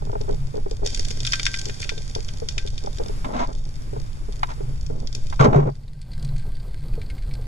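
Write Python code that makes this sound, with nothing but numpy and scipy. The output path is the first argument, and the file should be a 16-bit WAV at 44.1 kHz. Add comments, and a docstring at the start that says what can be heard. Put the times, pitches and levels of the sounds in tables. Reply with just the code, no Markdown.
"""Underwater rumble, crackle and dull knocks: a camera housing lies on a gravel river bed. The current
buffets it, sand and pebbles hit its shell, stones shift beneath it. Leaves brush past and twigs clack;
one big leaf drags hard across the case, creaks and makes it boom. The sound then narrows to a centred
gurgle with thinner crackle. Until then, flurries of sand rise and settle, carrying stray pebbles."""
import sys
import numpy as np
from scipy import signal
from scipy.fft import rfft, irfft, next_fast_len
from scipy.io import wavfile
from scipy.ndimage import uniform_filter1d, map_coordinates

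SR = 44100
rng = np.random.default_rng(int(sys.argv[2]) if len(sys.argv) > 2 else 0)


def transcribe(signal):
    """Save signal, clipped to [-1, 1], as a 16-bit WAV file at the path in sys.argv[1]."""
    frames = np.atleast_2d(signal).T
    limited = np.clip(frames, -1, 1)
    pcm = np.round(limited * 32767).astype(np.int16)
    wavfile.write(sys.argv[1], SR, pcm)


N = 329427
TIME = np.arange(N) / SR
NARROW_S = 6.195  # the centred sound has taken over
JERKS_PER_S = 180  # stick-slip of drift on the case

# Fade of the wide layers. Each row: time in seconds, gain in dB.
WIDE_FADE = [(0, 3), (5.35, 2.5), (5.7, -6.5), (6.1, -19.5), (6.5, -65.5)]
# High shell resonances. Each row: centre in Hz, width in Hz, boost in dB.
SHELL_MODES = [(1405, 90, 5), (1582, 50, 6), (1980, 110, 5), (2460, 90, 7), (3210, 100, 6.5),
               (3600, 150, 9), (4370, 180, 6), (4770, 380, 5), (5620, 300, 8.5), (6840, 170, 6)]
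# Hollow case resonances. Each row: centre in Hz, width in Hz, boost in dB.
CASE_MODES = [(243, 38, 3.4), (402, 22, 8.8), (453, 35, 6.5), (593, 41, 7.9), (830, 61, 11.9),
              (1006, 71, 5.1), (1030, 34, 3.7)]
# Stones grinding on the case. Each row: frequency in Hz, relative level in dB.
GRIND_SPECTRUM = [(60, -6), (230, 1), (310, 3.5), (400, 0.5), (520, -1.5), (720, -7), (1000, -16.5),
                  (1500, -16), (2500, -30.5), (6000, -70.5)]


def pebbles():
    """Pebbles crack on the shell; heavier, lower ones leave it ringing more."""
    # Each row: start in seconds, level in dB, pitch in Hz.
    hits = [(0.212, -36, 4320), (0.7109, -31.5, 6900), (0.861, -27, 5600), (0.873, -23.5, 5400),
            (0.947, -23, 6000), (0.995, -23, 5620), (1.048, -30.5, 5350), (1.111, -27, 5800),
            (1.2037, -24, 5340), (1.25, -20.5, 3380), (1.2723, -19.5, 3090), (1.322, -17, 4730),
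            (1.333, -13, 1530), (1.3959, -21.5, 2270), (1.431, -24.5, 5700), (1.454, -17.5, 5960),
            (1.4647, -13, 1805), (1.5413, -19.5, 1980), (1.6552, -25.5, 5290), (1.696, -29, 1650),
            (1.8276, -27.5, 2250), (1.844, -30.5, 2510), (1.8924, -20, 2290), (1.9787, -32, 3570),
            (2.1504, -23, 4930), (2.2873, -28.5, 2920), (2.487, -21.5, 5460), (2.58, -21, 2376),
            (2.674, -31.5, 3530), (2.779, -29, 3390), (2.861, -33.5, 4960), (2.984, -33.5, 4280),
            (3.083, -36.5, 4800), (4.8642, -35, 5420), (5.0727, -27.5, 4200), (5.127, -33.5, 4650),
            (5.1501, -25.5, 6260), (5.3, -37.5, 7800)]
    # Longest shell rings. Each row: frequency in Hz, relative level in dB, T60 in seconds.
    rings = [(1567, -21, 0.42), (1604, -29, 0.28), (2137, -39, 0.06), (2440, -36, 0.06), (3590, -39, 0.12),
             (5570, -30, 0.15)]
    # Each row: frequency in Hz, relative level in dB.
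    spectrum = [(500, -15), (950, -8), (1400, -1.5), (1850, -0.5), (2900, -0.5), (3600, 1), (4050, -5),
                (4600, 0.5), (5500, 1), (6200, -3), (7200, -1.5), (8500, -10), (10300, -14.5), (12000, -25),
                (15000, -28)]
    right_lead_rad, corner_hz, fall_db_per_oct = 0.68, 1900, 10
    cracks, ringing, t = np.zeros((2, N)), np.zeros((2, N)), TIME[:SR // 2]
    ring = sum(amp(db - 60 * t / t60_s) * np.sin(2 * np.pi * hz * t + [[0], [right_lead_rad]])
               for hz, db, t60_s in rings)
    stray_db = sand_level_db() + curve(WIDE_FADE) - 2
    for s, db, hz in hits + strays(stray_db, hz=4800, spread_db=7, count=50):
        crack = click(spectrum, SHELL_MODES, hz, rise_cycles=0.36, cycles=42, tail_db=-19.5, tail_s=0.2)
        add(cracks, s, at_level(crack, db))
        add(ringing, s, amp(db - fall_db_per_oct * max(np.log2(hz / corner_hz), 0)) * ring)
    return ports(cracks, apart=0.84) * amp([[.7], [-.7]]) + ringing


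def strays(level_db, hz, spread_db, count):
    """Random hits as (s, dB, Hz) rows, denser and stronger where the level is high."""
    when, size, pitch = rng.random((count, 3)).T
    activity = np.cumsum(np.sqrt(amp(level_db)))
    s = np.interp(when * activity[-1], activity, TIME)
    db = np.interp(s, TIME, level_db) + spread_db * (2 * size - 1)
    return list(zip(s, db, hz * 2 ** (pitch - .5)))


def click(spectrum, modes, hz, rise_cycles, cycles, tail_db, tail_s):
    """One contact: a crack with the stone's sinking note, then faint scatter from the bed."""
    def shade_db(octave):  # a stone excites less away from its own pitch
        above_oct = octave - np.log2(hz)
        return -np.minimum(np.maximum(-5.5 * above_oct, 4.5 * above_oct), 15)
    t = TIME[:SR // 8]
    t60_s = 0.0096 + cycles / hz
    envelope = amp(-60 * t / t60_s) * (1 - np.exp(-t * hz / rise_cycles))
    crack = noise(len(t)) * (envelope + amp(tail_db - 60 * t / tail_s))
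    crack[0] += envelope * sinking(hz, t, sharp=0.276, settle_s=0.0015) / 2
    return colour(crack, spectrum, modes, shade_db)


def knocks():
    """Stones bump the case and grind briefly; harder bumps ring its higher modes more."""
    # Each row: start in seconds, relative level in dB, brightness in dB.
    bumps = [(0.021, -32.5, -3), (0.069, -35.5, -4), (0.095, -29.5, -3.5), (0.129, -27.5, -7),
             (0.154, -24.5, -3), (0.208, -27.5, -22), (0.242, -36, -9), (0.281, -25.5, -11),
             (0.294, -20.5, -14), (0.318, -30, -19), (0.337, -30, -17), (0.542, -26.5, -15),
             (0.56, -25.5, -36), (0.577, -24.5, -31), (0.661, -26, -11), (0.713, -27.5, -29),
             (0.818, -30, -19), (0.83, -28, -4), (0.845, -28.5, -20), (0.859, -27, -22), (0.992, -34, -19),
             (1.106, -33, -24), (1.17, -35, -18), (1.665, -28.5, -30), (1.691, -34, -24),
             (1.917, -29.5, -15), (1.975, -36, -17), (2.16, -26.5, -7), (2.182, -29.5, -21),
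             (2.42, -25.5, -23), (2.571, -33, -18), (2.651, -29.5, -19), (2.844, -29, -14), (2.872, -32, 4),
             (2.998, -22, -16), (3.013, -27.5, -18), (3.058, -33, -10), (3.095, -29, -14), (3.93, -29, -19),
             (3.963, -29.5, -8), (4.285, -32.5, -16), (4.605, -28, -18), (4.899, -27, -25),
             (6.977, -28.5, -35), (7.392, -34, -30)]
    # Each row: nominal frequency in Hz, relative level in dB, T60 in seconds.
    modes = [(393.4, 9, 0.072), (595, 9.5, 0.039), (767, 14, 0.029), (1165, 5, 0.023)]
    rise_s, neutral_bright_db, grind_db, grind_t60_s, narrow_db = 0.0012, -2, -6.5, 0.12, -9.5
    track, t = np.zeros((2, N)), TIME[:SR // 5]
    for s, db, bright_db in bumps:
        detune = 1 + 0.055 * rng.uniform(-1.4, 1.28)
        thud = 0
        for hz, mode_db, t60_s in modes:
            hardness_db = (bright_db - neutral_bright_db) * min(np.log2(hz / modes[0][0]), 1)
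            tone = sinking(hz * detune, t, sharp=0.19, settle_s=0.014)
            thud += amp(mode_db + hardness_db - 60 * t / t60_s) * tone
        add(track[0], s, amp(db) * thud * (1 - np.exp(-t / rise_s)))
        grind = noise(len(t)) * amp(-60 * t / grind_t60_s)
        add(track, s, amp(db + grind_db) * colour(grind, GRIND_SPECTRUM, CASE_MODES))
    return np.where(TIME < NARROW_S, ports(track, apart=0.66), amp(narrow_db) * track[0])


def leaves():
    """Soft leaves rub hollowly over the case."""
    # Each row: start in seconds, level in dB, contact in seconds, tilt in dB per octave.
    rubs = [(3.25, -32.5, 0.08, 1), (3.332, -30, 0.065, 6), (3.389, -28, 0.053, 7),
            (3.476, -30.5, 0.023, -0.5), (4.486, -35.5, 0.029, 9), (4.9, -38, 0.14, -6.5),
            (5.395, -14, 0.052, 4.5), (5.443, -15, 0.028, -2), (5.478, -23, 0.073, -1.5),
            (5.528, -20, 0.05, 1.5), (5.585, -23.5, 0.048, -1.5), (5.652, -25, 0.032, -2)]
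    # Each row: frequency in Hz, relative level in dB.
    spectrum = [(50, -5.5), (220, 1), (310, 0), (450, -2.5), (700, -9.5), (1100, -8), (1500, -17.5),
                (1800, -20.5), (2300, -27.5), (3500, -34.5), (6500, -38.5), (9000, -55), (15000, -101)]
    return scrapes(rubs, spectrum, swell_s=0.006, t60_s=0.075, lumps_db=2.5)


def twigs():
    """Woody drift clacks on the case."""
    # Each row: start in seconds, level in dB.
    hits = [(3.244, -25), (4.4304, -16), (5.325, -22.5), (5.393, -20.5)]
    # Each row: frequency in Hz, relative level in dB.
    spectrum = [(100, -18), (500, -10.5), (930, 13.5), (1400, 5.5), (2300, 0.5), (2700, -0.5), (3600, -1),
                (4300, -5.5), (7000, -16.5), (12000, -36)]
    contact_s = 0.004
    clacks = [(s, db, contact_s, 0) for s, db in hits]
    return scrapes(clacks, spectrum, swell_s=0.0015, t60_s=0.038, lumps_db=2.6)


def scrapes(contacts, spectrum, swell_s, t60_s, lumps_db):
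    """Drift drags over the case in uneven lumps that ring its hollow resonances."""
    # Each row: centre in Hz, width in Hz, boost in dB.
    rasp_modes = [(648, 160, 12), (1075, 34, 2.7), (1350, 79, 8.3), (1580, 46, 6.8), (2100, 530, 2.4),
                  (3770, 44, 3.6)]
    track = np.zeros((2, N))
    friction = unit(amp(lumps_db * wobble(JERKS_PER_S)) * noise())
    for s, db, hold_s, tilt_db_per_oct in contacts:
        envelope = stroke(swell_s, t60_s, hold_s)
        jerks = friction[:, round(s * SR):][:, :len(envelope)]
        shade_db = lambda octave: tilt_db_per_oct * np.clip(octave, np.log2(300), np.log2(3500))
        add(track, s, amp(db) * colour(jerks * envelope, spectrum, CASE_MODES + rasp_modes, shade_db))
    return ports(track, apart=0.46)


def creaks():
    """A bending leaf sticks and slips: a rough note that slides as the bend changes."""
    # Each row: start in seconds, relative level in dB, length in seconds, first and last pitch in Hz.
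    bends = [(3.247, -34.5, 0.038, 237, 270), (3.341, -30, 0.04, 286, 223), (3.338, -32.5, 0.036, 684, 740),
             (3.394, -33.5, 0.047, 243, 277), (3.398, -32, 0.051, 688, 700), (3.394, -30, 0.06, 960, 980),
             (4.474, -42, 0.066, 1035, 866), (5.393, -22.5, 0.03, 1423, 1295),
             (5.395, -25, 0.068, 1162, 1096), (5.401, -24.5, 0.044, 474, 400),
             (5.453, -15, 0.0262, 686, 388), (5.535, -24, 0.037, 670, 742), (5.538, -21.5, 0.067, 450, 379),
             (5.647, -34, 0.054, 457.6, 378)]
    rough_db = 2.5
    track = np.zeros((2, N))
    waver_rad = 0.75 * np.array([wobble(JERKS_PER_S), wobble(JERKS_PER_S)]) + [[0], [np.pi / 2]]
    grip = unit(amp(rough_db * wobble(JERKS_PER_S)))
    for s, db, length_s, first_hz, last_hz in bends:
        progress = np.linspace(0, 1, round(length_s * SR))
        span = round(s * SR) + np.arange(len(progress))
        phase = 2 * np.pi * np.cumsum(first_hz * (last_hz / first_hz) ** progress) / SR
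        envelope = np.sqrt(np.abs(np.sin(np.pi * progress))) * grip[span]
        add(track, s, 2 * amp(db) * envelope * np.sin(phase + waver_rad[:, span]))
    return ports(track, apart=0.45)


def booms():
    """Each tug of the big leaf rocks the housing at the pitch of its mount."""
    # Each row: start in seconds, relative level in dB, pitch in Hz, T60 in seconds.
    tugs = [(5.397, -11, 135, 0.2), (5.476, -14.5, 125, 0.09), (5.554, -13, 142.3, 0.38),
            (5.656, -23, 132.8, 0.187)]
    track, waver_rad = np.zeros(N), 0.33 * wobble(39)
    for s, db, hz, t60_s in tugs:
        envelope = stroke(swell_s=0.01, t60_s=t60_s)
        phase = 2 * np.pi * hz * TIME + np.roll(waver_rad, -round(s * SR))
        add(track, s, amp(db + 5.5) * envelope * np.sin(phase[:len(envelope)]))
    return track * amp([[.7], [-.7]])


def current():
    """Turbulence presses on the housing; passing eddies shake it on its mount."""
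    # The low rumble swells at the big leaf, ducks just after, then recovers.
    # Each row: time in seconds, relative level in dB.
    rumble_levels = [(0, -31), (1.6, -34.5), (2.4, -30.5), (3.8, -35.5), (5.25, -30.5), (5.48, -27),
                     (5.85, -43.5), (6.1, -34), (7.47, -31.5)]
    # Each row: peak time in seconds, drone level in dB.
    eddies = [(0.02, -30), (0.41, -30), (1.23, -32), (4.0, -33), (4.67, -35.5), (4.93, -35.5),
              (6.28, -29.5), (6.92, -39), (7.39, -37.5)]
    # Each row of both: frequency in Hz, relative level in dB.
    rumble_spectrum = [(5, -7.5), (14, -2), (25, -6.5), (36, -9), (50, -18.5), (85, -19), (130, -27.5),
                       (220, -46.5), (400, -94), (1000, -100)]
    drone_spectrum = [(40, -25), (85, 0.5), (120, 7), (170, -12), (240, -5), (320, -64), (800, -51.5)]
    # One row: centre in Hz, width in Hz, boost in dB.
    mount_mode = [(144.2, 18.3, 27)]
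    rest_db, eddy_sigma_s = -41.5, 0.072
    rumble = amp(curve(rumble_levels) + 7 + 1.5 * wobble(6)) * unit(colour(noise(), rumble_spectrum))
    eddy_gain = sum(amp(db) * np.exp(-.5 * ((TIME - s) / eddy_sigma_s) ** 2) for s, db in eddies)
    drone_gain = np.hypot(amp(rest_db + 0.18 * wobble(15)), eddy_gain)
    common, side = rumble + drone_gain * unit(colour(noise(), drone_spectrum, mount_mode))
    return ports(np.array([common, side * amp(curve(WIDE_FADE))]), apart=0.18)


def river_bed():
    """Sand sprays on the shell, over the river's wash and jostling gravel."""
    # Each row of both: frequency in Hz, relative level in dB.
    spray_spectrum = [(900, -31), (1600, -3), (2800, -4.5), (3600, -1), (4050, -5.5), (4600, 4.5),
                      (5500, 0.5), (7200, -0.5), (8500, -5), (10300, -13.5), (12000, -28), (15000, -32)]
    wash_spectrum = [(150, 9), (350, 3.5), (550, -3.5), (900, -4), (1500, -6), (2800, -14.5), (4100, -18),
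                     (5200, -11.5), (6200, -22.5), (7200, -14.5), (8500, -18.5), (10500, -21),
                     (12000, -28.5), (15000, -35.5)]
    crackle = 0.82 * grains(per_s=450, spread_db=8.5, t60_s=0.016) + 0.63 * noise()
    spray = amp(sand_level_db() + 3.5) * colour(crackle, spray_spectrum, SHELL_MODES)
    wash = amp(-49 + 2 * wobble(3.426)) * colour(noise(), wash_spectrum)
    settling = grains(per_s=90, spread_db=3, t60_s=0.04)
    jostle = amp(-52.5 + wobble(4.37)) * colour(settling, GRIND_SPECTRUM, CASE_MODES)
    return ports((spray + wash + jostle) * amp(curve(WIDE_FADE)), apart=0.52)


def sand_level_db():
    """Sand stirred by current and fish: each flurry rises fast and settles slowly to a trickle."""
    # Each row: peak time in seconds, relative level in dB.
    flurries = [(0.858, -43), (1.258, -41), (2.493, -53.5), (2.799, -59.5), (5.151, -54.5)]
    trickle_db, rise_s, settle_db_per_s = -61, 0.025, 14
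    power = amp(2 * trickle_db)
    for s, db in flurries:
        onset = np.clip(1 + (TIME - s) / rise_s, 0, 1)
        power += amp(2 * (db - settle_db_per_s * np.maximum(TIME - s, 0))) * onset ** 2
    return 10 * np.log10(power)


def centre_wash():
    """A mono gurgle and fizz fade in, with fine grit clinking in them."""
    # Each row: start in seconds, level in dB, pitch in Hz.
    grit = [(5.715, -61, 4440), (5.833, -58, 4420), (5.879, -52, 3670), (6.015, -46.5, 7200),
            (6.115, -47.5, 4380), (6.133, -44.5, 3940), (6.194, -47.5, 4660), (6.2253, -44, 6000),
            (6.247, -41, 6470), (6.288, -47, 3980), (6.38, -46.5, 6000), (6.552, -50, 4460),
            (6.598, -52.5, 4490), (6.934, -48.5, 2430), (7.0134, -44, 2280), (7.061, -51, 4410),
            (7.099, -41.5, 2150), (7.179, -48, 2150), (7.309, -46, 2260), (7.3366, -42.5, 5150)]
    # Each row of both: frequency in Hz, relative level in dB.
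    gurgle_spectrum = [(150, 9.5), (300, 1.5), (410, -6), (500, -4), (800, -8), (1300, -15), (1480, -17),
                       (1570, -13.5), (1700, -45), (3000, -37), (8000, -29)]
    fizz_spectrum = [(1100, -13), (1900, 1), (2400, 0.5), (2900, -3.5), (3400, -0.5), (3800, -4),
                     (4450, -2.5), (5100, -4.5), (5900, -11), (7500, -7), (8800, -4), (9500, -7),
                     (11500, -21.5), (15000, -42)]
    # Each row of both: centre in Hz, width in Hz, boost in dB.
    hollow_mode = [(412, 61, 4.4)]
    clink_modes = [(1570, 27, 16), (2050, 56, 3.7), (4430, 650, 8.2)]
    rise_db_per_s, gurgle_lag_s = 27.5, 0.035
    gurgle_db = -45.5 + rise_db_per_s * np.minimum(TIME - NARROW_S - gurgle_lag_s, 0)
    fizz_db = -58.5 + rise_db_per_s * np.minimum(TIME - NARROW_S, 0)
    track = amp(gurgle_db + 2.2 * wobble(21)) * colour(noise(), gurgle_spectrum, hollow_mode)
    fizz = 0.83 * grains(per_s=110, spread_db=4, t60_s=0.012) + 0.84 * noise()
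    track += amp(fizz_db) * colour(fizz, fizz_spectrum, clink_modes)
    for s, db, hz in grit:
        tick = click(fizz_spectrum, clink_modes, hz, rise_cycles=8, cycles=70, tail_db=-24, tail_s=0.13)
        add(track, s, at_level(tick, db))
    return track[0]


def ports(pair, apart):
    """The flexing case carries row 0 to both microphones; a share of row 1 sets them apart."""
    # Each row: frequency in Hz, lead of the left channel in radians.
    left_lead = [(190, 0), (310, -2.3), (620, -2.5), (900, -3), (1550, -2.8), (2050, -4.3), (2550, -7.8),
                 (3500, -6.7), (4100, -4.2), (5100, -3.4), (5900, -5.4), (6700, -6), (7700, -8.5),
                 (10200, -6.2)]
    size, hz = grid(pair)
    common, side = rfft(pair, size)
    turn = np.exp(1j * along(left_lead, hz) / 2)
    left, right = (common + apart * side) * turn, (common - apart * side) / turn
    return irfft([left, right], size)[:, :N] / np.hypot(1, apart)


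def colour(x, spectrum, modes=(), shade_db=lambda octave: 0):
    """Minimum-phase filter of unit power: broad spectrum, resonances and a shade over log2 Hz."""
    size, hz = grid(x)
    peaks = sum(amp(2 * db) / (1 + (2 * (hz - centre) / width) ** 2) for centre, width, db in modes)
    gain = unit(amp(along(spectrum, hz) + shade_db(np.log2(hz + 1))) * np.sqrt(1 + peaks))
    cepstrum = irfft(np.log(gain + 1e-6))[:size // 2]
    cepstrum[1:] *= 2
    return irfft(rfft(x, size) * np.exp(rfft(cepstrum, size)), size)[..., :x.shape[-1]]


def grains(per_s, spread_db, t60_s):
    """Crackle of rms 1: tiny random impacts, most faint, a few strong."""
    struck = rng.random(N) < per_s / SR
    hit_db = spread_db * np.minimum(rng.exponential(size=N), 4)
    power = signal.lfilter([1], [1, -amp(-120 / (t60_s * SR))], struck * amp(2 * hit_db))
    return unit(np.sqrt(power) * noise())


def sinking(hz, t, sharp, settle_s):
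    """A sine that starts sharp by a fraction and settles on its pitch."""
    return np.sin(2 * np.pi * hz * (t + sharp * settle_s * (1 - np.exp(-t / settle_s))))


def stroke(swell_s, t60_s, hold_s=0):
    """Envelope: swell to 1, hold, decay."""
    t = TIME[:SR // 2]
    swell = np.sin(np.pi / 2 * np.minimum(t / swell_s, 1)) ** 2
    return swell * amp(-60 * np.maximum(t - swell_s - hold_s, 0) / t60_s)


def wobble(per_s):
    """Smooth random curve with per_s knots a second."""
    return map_coordinates(rng.standard_normal(int(N * per_s / SR) + 4), [TIME * per_s])


def noise(size=N):
    """Two independent white noises."""
    return rng.standard_normal((2, size))


def add(track, s, sound):
    """Mix a sound in at s seconds."""
    start = max(round(s * SR), 0)
    track[..., start:start + sound.shape[-1]] += sound[..., :max(N - start, 0)]


def at_level(x, db):
    """Set the rms of the loudest 5 ms of row 0."""
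    return x * amp(db) / np.sqrt(uniform_filter1d(x[0] ** 2, size=220).max())


def amp(db):
    """Decibels to gain."""
    return 10 ** (np.asarray(db) / 20)


def unit(x):
    """Scale to rms 1."""
    return x / np.sqrt(np.mean(x ** 2) + 1e-20)


def along(points, hz):
    """Interpolate (Hz, value) rows on a log axis."""
    knots_hz, values = np.transpose(points)
    return np.interp(np.log(hz + 1), np.log(knots_hz + 1), values)


def curve(points):
    """Interpolate (s, value) rows at every sample."""
    return np.interp(TIME, *np.transpose(points))


def grid(x):
    """Padded FFT length and its frequencies in Hz."""
    size = 2 * next_fast_len(x.shape[-1] // 2 + 2048)
    return size, np.fft.rfftfreq(size, 1 / SR)


def scene():
    """Everything that reaches the two microphones."""
    bed = current() + river_bed() + pebbles() + knocks()
    drift = leaves() + twigs() + creaks() + booms()
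    return bed + drift + centre_wash()


def record(dry):
    """Round off the loudest peaks, then limit the band."""
    ceiling, top_hz = 0.93, 15450
    rounded = dry / (1 + (dry / ceiling) ** 8) ** (1 / 8)
    size, hz = grid(dry)
    return irfft(rfft(rounded, size) * (hz < top_hz), size)[:, :N]


dry = scene()
out = record(dry)
transcribe(out)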